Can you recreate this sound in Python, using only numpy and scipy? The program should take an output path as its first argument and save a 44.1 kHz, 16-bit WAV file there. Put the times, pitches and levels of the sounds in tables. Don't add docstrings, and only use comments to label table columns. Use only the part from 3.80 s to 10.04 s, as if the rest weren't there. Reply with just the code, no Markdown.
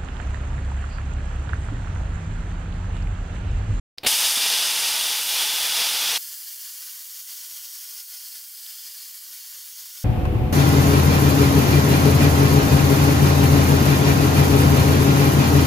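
import sys
import numpy as np
from scipy import signal
from scipy.fft import rfft, irfft
from scipy.io import wavfile

SR = 44100
rng = np.random.default_rng(int(sys.argv[2]) if len(sys.argv) > 2 else 0)


def unload_wav(signal):
    wavfile.write(
        sys.argv[1],
        SR,
        np.round(np.clip(np.atleast_2d(signal).T, -1, 1) * 32767).astype(np.int16),
    )


N = 275184
TIME, HZ = np.arange(N) / SR, np.fft.rfftfreq(N, 1 / SR)

VALVE_S, CLICK_S, RUSH_S, ARC_S, POP_S = .176, .184, .233, .266, .2685
PIERCE_S, KERF_S = .576, 2.3785


# f/Hz, level/dB
EDGE_TONE = [(25, -47), (70, -27), (150, -28), (400, -18.5), (800, -7.5), (1400, -3.5), (3000, -2.5),
             (5000, 0), (7500, -0.6), (10000, -2.5), (13000, -1.5), (14500, -1.5), (15700, -10)]
# f/Hz, width/Hz, lift/dB
EDGE_RESONANCES = [(170, 36, 5.5), (254, 180, 8.5), (465, 84, 8.5), (673, 34, 6), (750, 22, 4),
                   (858, 235, 7), (1736, 13, 5), (2310, 400, 4), (2887, 540, 5), (3500, 850, 7.5),
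                   (4400, 70, 2.5), (4950, 800, 5.5), (5740, 130, 3), (6370, 670, 2), (8790, 860, 3),
                   (9480, 710, 5), (10780, 900, 5.5)]
# base level/dB, fade/(dB/s), share of the swell, flutter/dB
EDGE_MIX = [(-35, 0.4, 1.2, 0.63), (-24, 1.0, 1.0, .5), (-26, 1.9, 0.4, 0.15)]
# t/s, level/dB
FEED_SWELL = [(.38, -0.5), (.45, 0.5), (.54, -1), (.68, 1.4), (.95, -0.5), (1.15, 0), (1.48, -3.5),
              (1.54, .5), (1.63, 1.1), (1.69, -2), (1.89, 0.1), (2.01, 2), (2.1, -0.1), (2.36, 1)]

def edge_jet():
    air = turbulence(spatter_per_s=1200, spatter_db=-14.5, spread_db=6.5)
    air = shape(air, colour(EDGE_TONE, EDGE_RESONANCES))
    air = early_echoes(air, echo_db=-10.5, decay_s=.023, stay_s=2.0)
    pierce_db = 1.7 * (TIME < PIERCE_S)
    jet = jet_bands(air, EDGE_MIX, ARC_S, swell_db=curve(FEED_SWELL), fizz_db=pierce_db)
    flare_db = 4.5 * np.exp(-since(ARC_S) / .053)
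    jet = jet * amp(flare_db)
    shrill_db = 4.8 * np.minimum(since(.99) / .53, 1)
    top_end = shape(jet, 1 / (1 + (13200 / (HZ + 1)) ** 20))
    jet = jet + (amp(shrill_db) - 1) * top_end
    return jet * gate(ARC_S, KERF_S, rise_s=.007, fall_s=.001)


# f/Hz, level/dB
KERF_TONE = [(25, -49), (100, -42), (200, -39.5), (400, -28.5), (900, -25), (1600, -21), (2500, -23),
             (3800, -18.5), (5000, -5.5), (7500, -4.5), (11000, -2), (13500, -0.5), (15000, 1.5)]
# f/Hz, width/Hz, lift/dB
UNDERSIDE_RESONANCES = [(606, 57, 2), (1120, 220, 3.5), (1446, 66, 8), (1526, 32, 4.5), (1794, 380, 7.5),
                        (2062, 69, 6), (2365, 380, 7.5), (2695, 30, 4.5), (2816, 116, 9.5), (3030, 110, 10),
                        (3250, 160, 9), (3580, 630, 8), (4344, 200, 8), (4900, 64, 5.5), (6470, 400, 2)]
# base level/dB, fade/(dB/s), share of the swell, flutter/dB
KERF_MIX = [(-58, 0.76, 0.75, 1.24), (-43, 0.73, .8, 1.0), (-34.5, 0.8, 0.31, 0.6)]
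# t/s, f/Hz
WHISTLE_PITCH = [(3.6, 5800), (4.2, 5150), (5.3, 5060), (6.2, 5450)]
# t/s, f/Hz
CHIRP_PITCH = [(3.76, 3250), (3.8, 2900), (3.86, 2700)]
# centre t/s, length/s, level/dB
HISS_SPUTTERS = [(2.778, 0.073, -3.5), (2.848, 0.039, 3.5), (3.28, 0.11, -3.5), (3.45, .06, -4),
                 (3.63, 0.35, 0.5), (4.252, 0.061, -6), (4.51, 0.066, -1.5), (4.69, 0.18, -4.5),
                 (5.061, 0.022, 3), (5.413, 0.036, -6), (5.905, 0.035, -3), (6.153, .14, 2)]

def kerf_jet():
    air = turbulence(spatter_per_s=1000, spatter_db=-10, spread_db=1.0)
    air = shape(air, colour(KERF_TONE, UNDERSIDE_RESONANCES))
    wobble = 1 + .025 * wander(15)
    whistle = resonate(air, curve(WHISTLE_PITCH) * wobble, width_hz=520)
    chirp = resonate(air, curve(CHIRP_PITCH), width_hz=120)
    chirp *= gate(CHIRP_PITCH[0][0], CHIRP_PITCH[-1][0], rise_s=.02, fall_s=.02)
    air = air + amp(-11.5) * whistle + amp(4) * chirp
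    air = early_echoes(air, echo_db=-4.5, decay_s=.022, stay_s=.607)
    swell_db = sum(db * np.exp(-(2 * (TIME - s) / length) ** 2) for s, length, db in HISS_SPUTTERS)
    fizz_db = 2 * np.exp(-since(KERF_S) / .27)
    return jet_bands(air, KERF_MIX, KERF_S, swell_db, fizz_db) * (TIME > KERF_S)


# t/s, level/dB
LEAK_LEVEL = [(.176, -54), (.232, -54)]
RUSH_LEVEL = [(.233, -30), (.241, -33), (.25, -25.5), (.258, -30), (.266, -18.5)]
# f/Hz, level/dB
LEAK_TONE = [(30, 1), (90, -6.5), (200, -8), (350, -0.5), (800, -6.5), (1500, -13.5), (3000, -11.5),
             (5200, -9), (7000, -28), (15000, -24.5)]
RUSH_TONE = [(30, -12.5), (90, -7.5), (200, -3.5), (700, 1), (1300, -9), (2400, -4), (4000, -2.5),
             (6000, -23), (15000, -18)]
CLICK_TONE = [(100, -25), (1500, -22.5), (2600, -9), (4000, -7.5), (5000, 2), (5700, -16), (8000, -24),
              (15000, -27)]
POP_TONE = [(25, -0.5), (70, 3), (200, -13), (350, 2), (600, 2.5), (1400, 2.5), (3000, 11.5), (5000, -4),
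            (9000, 3.5), (15000, -22)]

def ignition():
    leak = noise(LEAK_TONE) * amp(curve(LEAK_LEVEL)) * gate(VALVE_S, RUSH_S, rise_s=.00199, fall_s=.004)
    rush = noise(RUSH_TONE) * amp(curve(RUSH_LEVEL)) * gate(RUSH_S, POP_S, rise_s=.0018, fall_s=.002)
    click = burst(CLICK_S, CLICK_TONE, db=-23, rise_s=.0005, decay_s=.0009, tail_db=-17, tail_s=.0059)
    pop = burst(POP_S, POP_TONE, db=-16.5, rise_s=.0025, decay_s=.005, tail_db=-13.5, tail_s=.011)
    return leak + rush + click + pop


# f/Hz, level/dB
SPIT_TONE = [(25, -12), (80, -4), (200, 4), (450, -2), (1000, 3), (2000, -15), (8000, -28)]
SPARK_TONE = [(60, -36), (400, -18), (1400, -11), (4200, 9), (6000, -10), (15000, -18)]

def melt():
    spit = burst(PIERCE_S, SPIT_TONE, db=-32.5, rise_s=.002, decay_s=.0033, tail_db=-29, tail_s=.03)
    spark = burst(4.863, SPARK_TONE, db=-38.5, rise_s=.001, decay_s=.0025, tail_db=-24, tail_s=.008)
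    return spit + spark


def turbulence(spatter_per_s, spatter_db, spread_db):
    sizes = amp(spread_db * np.minimum(rng.exponential(1, N), 4)) * rng.choice([-1, 1], N)
    snaps = sizes * (rng.random(N) < spatter_per_s / SR)
    return rng.standard_normal(N) + amp(spatter_db) * unit(snaps)


def jet_bands(air, mix, start_s, swell_db, fizz_db):
    lows, lows_and_mids = (1 / (1 + (HZ / crossover_hz) ** 10) for crossover_hz in (2400, 6500))
    bands = (lows, lows_and_mids - lows, 1 - lows_and_mids)
    flow, jet = wander(12), 0
    for band, (db, fade, share, flutter_db), extra_db in zip(bands, mix, (0, 0, fizz_db)):
        flutter = .95 * flow + .5 * wander(35)
        level_db = db - fade * since(start_s) + share * swell_db + flutter_db * flutter + extra_db
        jet = jet + unit(shape(air, band)) * amp(level_db)
    return jet


def early_echoes(x, echo_db, decay_s, stay_s, taps=2200, positions=4):
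    wet = 0
    for k in range(positions):
        echoes = rng.standard_normal(taps) * np.exp(-np.arange(taps) / SR / decay_s)
        away = np.abs((TIME / stay_s - k + positions / 2) % positions - positions / 2)
        crossfade = np.cos(np.pi / 2 * np.minimum(away, 1))
        wet = wet + crossfade * signal.fftconvolve(x, echoes / np.linalg.norm(echoes))[:N]
    band_pass = HZ / np.hypot(HZ, 1200) / (1 + (HZ / 11000) ** 4)
    return x + amp(echo_db) * shape(wet, band_pass)


def burst(at_s, tone, db, rise_s, decay_s, tail_db, tail_s):
    attack = np.exp(-np.maximum(at_s - TIME, 0) / rise_s)
    release = np.exp(-since(at_s) / decay_s) + amp(tail_db) * np.exp(-since(at_s) / tail_s)
    return amp(db) * attack * release * noise(tone)


def resonate(x, hz, width_hz):
    turn = np.exp(2j * np.pi * np.cumsum(hz) / SR)
    pole = np.exp(-np.pi * width_hz / SR)
    return 2 * (turn * signal.lfilter([1 - pole], [1, -pole], x / turn)).real


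def noise(tone):
    return unit(shape(rng.standard_normal(N), colour(tone)))


def wander(rate_hz):
    return unit(shape(rng.standard_normal(N), HZ / (HZ + rate_hz / 4) / (1 + (HZ / rate_hz) ** 2)))


def colour(tone, peaks=()):
    f, db = np.transpose(tone)
    slope_db = np.interp(np.log(HZ + 1), np.log(f), db)
    peaks_db = sum(lift / (1 + (2 * (HZ - hz) / width) ** 2) for hz, width, lift in peaks)
    return amp(slope_db + peaks_db)


def shape(x, gain):
    return irfft(rfft(x) * gain, N)


def curve(rows):
    return np.interp(TIME, *np.transpose(rows))


def gate(start_s, end_s, rise_s, fall_s):
    return np.clip((TIME - start_s) / rise_s + .5, 0, 1) * np.clip((end_s - TIME) / fall_s + .5, 0, 1)


def since(cue_s):
    return np.maximum(TIME - cue_s, 0)


def amp(db):
    return 10 ** (np.asarray(db) / 20)


def unit(x):
    return x / np.sqrt(np.mean(x ** 2) + 1e-20)


def scene():
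    torch = ignition() + edge_jet() + kerf_jet() + melt()
    return np.array([torch, torch])


def record(dry):
    high_cut = signal.firwin(1023, 15780, window=("kaiser", 9), fs=SR)
    return signal.oaconvolve(dry, high_cut[None], "same")


dry = scene()
out = record(dry)
unload_wav(out)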